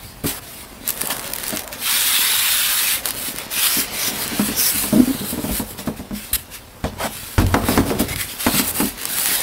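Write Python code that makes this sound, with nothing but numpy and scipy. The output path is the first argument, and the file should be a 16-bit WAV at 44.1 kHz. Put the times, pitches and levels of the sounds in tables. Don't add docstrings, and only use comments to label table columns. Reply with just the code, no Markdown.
import sys
import numpy as np
from scipy import signal
from scipy.fft import rfft, irfft
from scipy.io import wavfile
from scipy.ndimage import uniform_filter1d

SR = 44100
rng = np.random.default_rng(int(sys.argv[2]) if len(sys.argv) > 2 else 0)


def store_wav(level_fs):
    pcm = np.round(np.clip(np.atleast_2d(level_fs), -1, 1) * 32767)
    wavfile.write(sys.argv[1], SR, pcm.T.astype(np.int16))


N = 415422

# f/Hz, relative level/dB
AIR_COLOUR = [(15, -31), (25, 17), (55, 21), (150, 0.5), (245, 14.5), (349, -0.5), (2460, -4.5),
              (6550, -13), (12200, -11), (15200, -6.5), (16500, -30)]
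AIR_DB = -47
# f/Hz, relative level/dB
HISS_COLOUR = [(4500, -23), (5500, -31), (6600, -23), (8000, -8), (10000, -6), (12200, -5), (15100, -8.5),
               (16500, -6)]
# f/Hz, relative level/dB
RASP_COLOUR = [(500, -29), (850, -4.5), (1450, 3), (2500, 4.5), (3500, 4), (5300, 1.5), (6500, -3.5),
               (8000, -9.5)]
# f/Hz, relative level/dB
SCUFF_COLOUR = [(300, -9), (550, 0), (900, -2), (1300, -6.5), (2200, -13)]
# start t/s, length t/s, rise from start to end level/dB, final bead hiss level/dB, final contact rasp level/dB
STROKES = [(0.0, 0.12, -8, -47, -50.5), (0.254, 0.084, -17, -35, -39.5), (0.396, 0.23, 3.5, -37.5, -42),
           (0.839, .06, 2, -35, -34), (0.94, 0.21, 3, -38, -35), (1.213, 0.06, 6, -37, -32.5),
           (1.34, 0.072, 7, -40, -34.5), (1.414, 0.19, -3, -37, -35), (1.712, 0.038, -5, -37.5, -34.5),
           (1.773, 1.178, -0.5, -20, -22.5), (3.013, 0.094, 7, -33, -31), (3.139, 0.15, 7.5, -24.5, -29.5),
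           (3.354, 0.069, -4, -38, -35), (3.492, 0.18, 13, -16.5, -18.5), (3.669, .14, 2, -19.5, -23),
           (3.904, 0.18, 10.5, -21, -23.5), (4.107, 0.13, 12, -24, -30), (4.314, 0.16, 9, -24.5, -33.5),
           (4.554, .15, 0.5, -17, -28.5), (4.726, .13, -2, -22.5, -30), (4.824, 0.44, -4, -34.5, -42),
           (5.239, 0.067, 15, -23.5, -32), (5.37, .21, 17, -22.5, -30), (5.65, .06, 7, -33, -45),
           (5.77, 0.038, -4, -34, -35.5), (5.85, 0.015, 3, -34, -38), (5.954, 0.039, -2, -41, -42.5),
           (6.124, .18, -6, -39.5, -41.5), (6.346, 0.063, 1, -36.5, -41.5), (6.496, 0.057, 9, -34.5, -35),
           (6.83, 0.045, -1, -46, -36.5), (6.965, 0.093, 12, -34, -28.5), (7.088, 0.273, -2.5, -36, -39.5),
           (7.372, 0.035, -2, -32.5, -28.5), (7.454, 0.17, -1, -36.5, -40.5), (7.61, 0.079, 25, -21, -25),
           (7.692, 0.096, -4, -29.5, -30.5), (7.844, 0.066, 3, -32.5, -34), (7.978, 0.041, -5, -31, -30),
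           (8.102, 0.11, 34, -22, -26.5), (8.265, 0.055, 4, -33, -35), (8.376, .11, 4.5, -23.5, -26.5),
           (8.487, 0.11, 9.5, -18.5, -20.5), (8.618, 0.072, 6, -23, -31.5), (8.725, 0.16, -1.5, -25, -32.5),
           (8.964, 0.11, 0, -37, -35.5), (9.064, 0.29, 8, -18.5, -24.5), (9.33, .1, 6, -24, -26)]
# t/s, hiss level/dB, rasp level/dB
LIGHT_TOUCH = [(0, -48, -48), (.8, -47, -47), (1.0, -31.5, -41), (1.65, -48, -48), (3.0, -62, -45),
               (3.9, -44, -33.5), (4.5, -31, -30), (5.4, -37, -39.5), (5.9, -51, -48.5), (6.9, -51.5, -51),
               (7.5, -43, -44), (8.4, -36, -38), (8.95, -49, -39.5), (9.42, -40, -40)]
# start t/s, length t/s, f/Hz, level against the rasp/dB
SINGS = [(1.84, 0.77, 3630, -7.5), (2.5, 0.59, 3700, -18), (3.694, 0.13, 5560, -7),
         (3.982, 0.13, 5670, -4.5), (4.54, 0.18, 5650, 2), (5.1, 0.23, 3950, -7), (6.3, .1, 3900, -9),
         (6.5, 0.11, 2480, -12), (6.947, 0.16, 950, -0.5), (8.05, 0.24, 2050, -3.5),
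         (8.488, 0.21, 4120, -13), (9.15, .3, 4350, -15)]
# t/s, hiss level/dB, rasp level/dB, length t/s, card scuff level/dB
SKIDS = [(0.237, -30.5, -41, 0.061, -45), (0.263, -35.5, -39, 0.13, -39.5), (1.1, -27, -28, 0.03, -31),
         (3.045, -31, -38, 0.053, -35), (6.33, -15, -24.5, 0.03, -57), (6.998, -36, -38, 0.075, -25.5),
         (7.994, -23, -45, 0.023, -27), (8.083, -31.5, -32.5, 0.058, -36), (8.669, -23, -38, 0.045, -41),
         (8.76, -27, -40, 0.052, -35)]
# t/s, wall groan level/dB, deep shudder level/dB, card scuff level/dB
HANDLING = [(0.0, -57, -40.5, -47.5), (0.89, -41.5, -52, -44.5), (1.02, -38.5, -48, -35),
            (2.36, -48.5, -51, -44), (2.83, -47, -50, -40.5), (3.2, -38, -45, -41),
            (3.67, -44.5, -50, -39.5), (4.33, -34, -41.5, -34.5), (4.77, -40.5, -42, -41),
            (4.96, -34, -35, -36), (5.19, -33.5, -40, -39.5), (5.48, -33, -40, -45), (5.61, -40, -42, -45),
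            (6.69, -55, -48, -48.5), (6.98, -43, -36, -43), (7.4, -52, -52, -47), (7.58, -25.5, -30, -32),
            (7.79, -25, -29, -33), (7.95, -26, -32, -36.5), (8.16, -39, -31, -51), (8.4, -49, -54, -41),
            (8.69, -38.5, -36.5, -37), (9.0, -39.5, -48, -44), (9.42, -39.5, -56, -34)]
# f/Hz, relative level/dB, time to fall 60 dB when shaken t/s
WALLS = [(153, -3, 0.061), (204.2, -3.5, 0.12), (239, 4.5, 0.043), (282, -5, 0.097), (350.7, -7, 0.088),
         (396.8, -7, 0.13)]
# f/Hz, relative level/dB, time to fall 60 dB when shaken t/s
DEEP = [(52.7, 0, 0.52), (88.7, 5.5, 0.1), (109, 2, 0.056)]
# f/Hz, relative level/dB, fall time before RING_WALLS stretches it t/s
FLAPS = [(472, 1, 0.11), (529.4, -4.5, 0.12), (621, 3.5, 0.072), (666, 0.5, 0.046), (780, -16, 0.06),
         (938, 0.5, 0.078), (1150, -19, 0.032)]
# f/Hz, relative level/dB, fall time before RING_CRACK stretches it t/s
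CRACK = [(650, 12, 0.12), (1000, 14, 0.087), (2050, 7.5, 0.036), (3570, 0.5, 0.021), (8100, -3.5, 0.019),
         (16000, -19, 0.017)]
# t/s, level before its random drift/dB, f/Hz, rise t/s, length t/s
WOBBLES = [(0.238, -22.5, 154, 0.0023, 0.027), (4.975, -8, 250.7, 0.012, 0.059),
           (5.073, -12.5, 261.6, 0.012, 0.035), (5.496, -24, 56.5, 0.025, 0.046),
           (6.33, -25.5, 59, 0.0036, 0.028), (6.839, -18.5, 80, 0.004, 0.023),
           (7.433, -8.5, 92, 0.044, 0.11)]
# deep thud level/dB,
# hollow upper body level/dB, hard edge level before the crack's own factors/dB; wall pitch nearest the blow f/Hz
KNOCKS = [(0.243, -13, -9, -22, -13, 350), (1.121, -28.5, -29, -4, -20, 268),
          (1.526, -20, -35, -3, -8, 277), (3.769, -18.5, -15, -15, -29, 278),
          (4.114, -24, -15, -21, -26, 259), (4.32, -20, -26, -22, -15, 280),
          (4.395, -8, -37, -30, -12, 199), (4.486, -17, -14, -16, -13, 274),
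          (4.745, -22.5, -5, -27, -30, 200), (4.839, -21, -27, -11, -6, 276),
          (4.927, -7.5, -33, -7, -19, 218), (4.96, -8.5, -19, -12, -40, 244),
          (5.208, -21, -25, -35, -28, 213), (5.326, -18.5, -9, -10, -24, 287),
          (5.376, -17.5, -11, -7, -17, 292), (5.44, -14.5, -14, -10, -15, 231),
          (5.491, -16, -15, -10, -15, 199), (5.597, -15.5, -8, -9, -10.5, 214),
          (5.79, -29, -22, -1, -3, 207), (5.873, -13.5, -13, -7, -11, 203), (5.993, -23, -5, -9, -13, 205),
          (6.109, -20, -11, -10, -15, 204), (6.134, -23.5, -20, -18, -25, 204),
          (6.841, -16, -22, -1.5, -5, 170), (7.045, -21.5, -20, -10, -18, 200),
          (7.381, -11, 6, -22, -4.5, 300), (7.418, -12, -21, -13, -12, 239),
          (7.542, -12, -13, -14, 2.5, 285), (7.686, -10, -18, -7, -4.5, 280),
          (7.717, -16, -17, -25, -21, 218), (7.776, -6.5, -9, -24, -5, 287),
          (7.903, -10.5, -21, -5, -11, 374), (8.001, -9.5, -12, -10, -14, 285),
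          (8.465, -9, -10, -27, -4, 294), (8.54, -14, -33, -12, -13, 174), (8.595, -13, -25, -29, -11, 268),
          (8.802, -11.5, -29, -24, -6, 282), (8.829, -11.5, -13, -27, -26, 258)]
# t/s, crinkle level/dB
GRIP = [(.85, -70), (.88, -30.5), (1.2, -35), (1.5, -27), (1.62, -36), (1.8, -48), (2.95, -65), (3.05, -31),
        (3.5, -40), (4.3, -52), (8.9, -76), (9.0, -30.5), (9.42, -33)]
# lower part relative to the treble, level/dB
SNAPS = [(0.8779, -2.5, -27), (0.8893, -0.5, -15), (0.8936, -3, -10), (0.9048, -2, -16), (1.0104, -5, -11),
         (1.016, -1.5, -8), (1.057, -9, -14), (1.073, -1, -26), (1.105, -7, -10), (1.1234, -16, -12),
         (1.1947, -14.5, 0.5), (1.244, -15, -7), (1.3209, -17, -12), (1.3358, -3.5, -8),
         (1.3612, -7.5, -12), (1.44, -9, -6), (1.4666, -8, -12), (1.4817, -6, -15), (1.4934, -9, -14),
         (1.5618, -12, -12), (1.5718, -9.5, -0.5), (1.5932, -9.5, -8), (1.6774, -15.5, -1),
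         (1.728, -11.5, -7), (3.057, -3, -4.5), (3.0749, -8, -12), (3.0874, -7, -10), (3.107, -4.5, -10.5),
         (3.3858, -6.5, -9), (4.279, -5.5, -10), (7.0684, -24, -12), (7.3994, -22, -12), (7.4205, -21, -7),
         (7.4659, -15, -2), (8.1605, -11.5, 1), (9.0324, -14, -12), (9.0543, -2, -8), (9.1977, -8, -16),
         (9.353, -8, -19), (9.359, -10, -14), (9.4056, -4, -14)]
# f/Hz, level of a random-phase copy, opposite in each channel, against the shared sound/dB
STEREO_WIDTH = [(60, -12), (200, -27.5), (600, -36.5), (1400, -50), (3000, -124), (5500, -25), (10000, -8),
                (15000, -4.5)]

GATHER_S, GATHER_SHARE, FROM_DB, STOP_DB_PER_S = 0.02, 0.11, -22, 300
PATCH_DB, FINE_DB = 1.2, 2.4
SING_WIDTH = 0.28
CATCH_DB, FOCUS_DB = 2.0, 14
RING_WALLS, RING_DEEP, RING_CRACK = 1.65, 1.3, 1.73
FOLD_S = 0.00045
ROOM_DB, TAIL_SIDE_DB = -15, -20
BAND_LIMIT_HZ = 15750


def gain_of(db):
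    return 10 ** (np.asarray(db) / 20)


def evened(x):
    return x / np.sqrt(np.mean(x ** 2) + 1e-20)


def read(hz, f, value):
    return np.interp(np.log(hz + 1), np.log(np.asarray(f) + 1), value)


def curves(rows):
    seconds, *columns = np.transpose(rows)
    return [np.interp(np.arange(N) / SR, seconds, column) for column in columns]


def add(mix, start, sound):
    part = mix[round(start * SR):][:len(sound)]
    part += sound[:len(part)]


def coloured(x, points):
    f, db = np.transpose(points)
    hz = np.fft.rfftfreq(len(x), 1 / SR)
    octaves_above = np.maximum(np.log2((hz + 1) / f[-1]), 0)
    octaves_below = np.maximum(np.log2(f[0] / (hz + 1)), 0)
    gain = gain_of(read(hz, f, db) - 31 * (octaves_above + octaves_below))
    return irfft(rfft(x) * gain, len(x))


def slips(per_s, spread_db, smooth):
    size = gain_of(spread_db * np.minimum(rng.exponential(1, N), 5))
    size = size * (rng.random(N) < per_s / SR)
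    releases = evened(size * rng.standard_normal(N))
    return smooth * rng.standard_normal(N) + (1 - smooth) * releases


def flutter(seconds, depth_db):
    return gain_of(depth_db * evened(uniform_filter1d(rng.standard_normal(N), int(seconds * SR))))


def patchy(x):
    z = signal.stft(x, nperseg=1024, noverlap=768)[2]
    wide, thin = rng.standard_normal((2,) + z.shape)
    wide = evened(uniform_filter1d(uniform_filter1d(wide, size=14, axis=0), size=8, axis=1))
    thin = evened(uniform_filter1d(uniform_filter1d(thin, size=2, axis=0), size=16, axis=1))
    swollen = z * gain_of(PATCH_DB * wide + FINE_DB * thin)
    return evened(signal.istft(swollen, nperseg=1024, noverlap=768)[1][:N])


def shaken(modes):
    out, push = np.zeros(N), slips(300, 3.5, 0.4)
    for hz, db, t60 in modes:
        r = np.exp(-np.log(1000) / (t60 * SR))
        feedback = [1, -2 * r * np.cos(2 * np.pi * hz / SR), r * r]
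        out += gain_of(db) * evened(signal.lfilter([1, 0, -1], feedback, push))
    return evened(out)


def resonate(x, hz, width):
    turn = np.exp(2j * np.pi * np.cumsum(hz) / SR)
    r = np.exp(-np.pi * width / SR)
    return 2 * (turn * signal.lfilter([1 - r], [1, -r], x / turn)).real


def quiet_room():
    return gain_of(AIR_DB) * evened(coloured(rng.standard_normal(N), AIR_COLOUR))


def strokes():
    t, power = np.arange(N) / SR, gain_of(curves(LIGHT_TOUCH)) ** 2
    for start, length, swell_db, hiss_db, rasp_db in STROKES:
        near = slice(round(start * SR), round((start + length + 0.25) * SR))
        u = t[near] - start
        gather_db = FROM_DB * np.clip(1 - u / (GATHER_S + GATHER_SHARE * length), 0, 1) ** 2
        rise_db = -swell_db * np.clip(1 - u / length, 0, 1)
        stop_db = -STOP_DB_PER_S * np.maximum(u - length, 0)
        shape_db = gather_db + rise_db + stop_db
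        power[:, near] += gain_of(np.array([[hiss_db], [rasp_db]]) + shape_db) ** 2
    return np.sqrt(power)


def foam(skid):
    hiss_gain, rasp_gain = strokes()
    rub = patchy(slips(4000, 1.4, 0.61) * flutter(0.018, 0.7))
    hiss = evened(coloured(rub, HISS_COLOUR))
    rasp = evened(coloured(rub, RASP_COLOUR)) + singing(rub)
    return np.hypot(hiss_gain, skid[0]) * hiss + np.hypot(rasp_gain, skid[1]) * rasp


def handling(skid):
    groan_db, deep_db, scuff_db = curves(HANDLING)
    groan = gain_of(groan_db) * shaken(WALLS)
    shudder = gain_of(deep_db) * shaken(DEEP)
    scuff = patchy(coloured(slips(1500, 0.49, 0.77), SCUFF_COLOUR))
    return groan + shudder + np.hypot(gain_of(scuff_db), skid[2]) * scuff


def skids():
    t, out = np.arange(N) / SR, np.zeros((3, N))
    for start, hiss_db, rasp_db, length, scuff_db in SKIDS:
        rise = np.clip((t - start) / 0.0011, 0, 1)
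        fall = np.exp(-np.maximum(t - start - length, 0) / 0.0032)
        out += gain_of([[hiss_db], [rasp_db], [scuff_db]]) * rise * fall
    return out


def wobble(start, db, hz, rise, length):
    t = np.arange(0, length + 0.08, 1 / SR)
    swell = np.sin(np.pi / 2 * np.clip(t / rise, 0, 1))
    shape = swell * np.exp(-np.maximum(t - length, 0) / 0.009 - t / 0.16)
    drift = evened(uniform_filter1d(rng.standard_normal(len(t)), size=500))
    turns = 2 * np.pi * np.cumsum(hz * (1 + 0.02 * drift)) / SR
    note = np.sin(turns) + 0.056 * np.sin(2 * turns)
    return start, gain_of(db + 3.9 * drift) * shape * note


def ring(modes, t, factor, chance, near_hz):
    out = np.zeros(len(t))
    for (hz, db, t60), catch, detune in zip(modes, chance[:9], chance[9:]):
        caught_db = db + CATCH_DB * catch - FOCUS_DB * abs(np.log2(hz / near_hz))
        tone = np.sin(2 * np.pi * hz * (1 + 0.028 * detune) * t)
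        out += gain_of(caught_db - 60 * t / (t60 * factor)) * tone
    out = out * (1 - np.exp(-t / 0.0047))
    return out / abs(out).max()


def crack_of(noise, t):
    hz, frame, z = signal.stft(noise, SR, nperseg=256)
    f, level_db, t60 = np.transpose(CRACK)
    fall_db = 60 * frame / read(hz, f, t60)[:, None] / RING_CRACK
    gain = gain_of(read(hz, f, level_db)[:, None] - fall_db) * (hz > 400)[:, None]
    crack = signal.istft(z * gain, SR, nperseg=256)[1][:len(t)]
    u = t / 0.00025
    pulse = u * (1 - u / 2) * np.exp(-u) * np.e
    return 2.11 * crack / abs(crack).max() - 2.9 * pulse


def knock(start, db, thud_db, body_db, edge_db, near_hz, chance, noise):
    t = np.arange(len(noise)) / SR
    walls = ring(WALLS, t, RING_WALLS, chance, near_hz)
    deep = gain_of(thud_db) * ring(DEEP, t, RING_DEEP, chance[::-1], 83)
    flaps = gain_of(body_db) * ring(FLAPS, t, RING_WALLS, -chance, 596)
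    crack = gain_of(edge_db) * crack_of(noise, t)
    return start, gain_of(db) * (walls + deep + flaps + crack)


def room(x):
    t = np.arange(0.004, 0.3, 0.0005)
    place = (t * SR).astype(int) + rng.integers(0, 20, len(t))
    taps = np.zeros(SR // 3)
    taps[place] = rng.choice([-1., 1.], len(t)) * gain_of(-60 * t / 0.15)
    return signal.oaconvolve(x, taps / np.linalg.norm(taps))[:N]


def crinkle():
    folds = slips(350, 3.5, 0.03) * flutter(0.025, 4.0)
    t = np.arange(200) / SR
    burst = rng.standard_normal(200) * np.exp(-t / FOLD_S)
    folds = signal.oaconvolve(folds, burst)[:N]
    sound = evened(coloured(folds, HISS_COLOUR) + 0.39 * coloured(folds, RASP_COLOUR))
    return gain_of(curves(GRIP)[0]) * sound


def snap(start, db, full_db, noise):
    t = np.arange(len(noise)) / SR
    burst = noise * (np.exp(-t / FOLD_S) + 0.28 * np.exp(-t / 0.0027))
    high, low = coloured(burst, HISS_COLOUR), coloured(burst, RASP_COLOUR)
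    return start, gain_of(db) * (high / abs(high).max() + gain_of(full_db) * low / abs(low).max())


def singing(rub):
    out = np.zeros(N)
    for start, length, hz, db in SINGS:
        part = rub[round(start * SR):round((start + length) * SR)]
        band = np.full(len(part), hz)
        once = resonate(part, band, SING_WIDTH * hz)
        song = evened(resonate(once, band, SING_WIDTH * hz))
        swell = np.sin(np.linspace(0, np.pi, len(part))) ** 0.5
        add(out, start, gain_of(db) * swell * song)
    return out


def widened(mid):
    hz, frame, z = signal.stft(mid, SR, nperseg=256)
    turn = np.exp(2j * np.pi * rng.random(z.shape))
    width = gain_of(read(hz, *np.transpose(STEREO_WIDTH)))[:, None]
    side = signal.istft(z * turn * width, SR, nperseg=256)[1][:N]
    return np.array([mid + side, mid - side])


def scene():
    air = quiet_room()
    skid = skids()
    rubbed = foam(skid) + crinkle() + handling(skid) + air
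    hits = np.zeros(N)
    for row in WOBBLES:
        add(hits, *wobble(*row))
    for row in KNOCKS:
        add(hits, *knock(*row, rng.standard_normal(18), rng.standard_normal(12000)))
    for row in SNAPS:
        add(hits, *snap(*row, rng.standard_normal(1024)))
    tail = gain_of(ROOM_DB) * room(hits)
    sideways = gain_of(ROOM_DB + TAIL_SIDE_DB) * room(hits)
    return widened(rubbed + hits + tail) + [sideways, -sideways]


def record(dry):
    held = np.clip(dry, -1, 1)
    lowpass = signal.firwin(1023, BAND_LIMIT_HZ, window=("kaiser", 9), fs=SR)
    return signal.oaconvolve(held, lowpass[None], "same")


dry = scene()
out = record(dry)
store_wav(out)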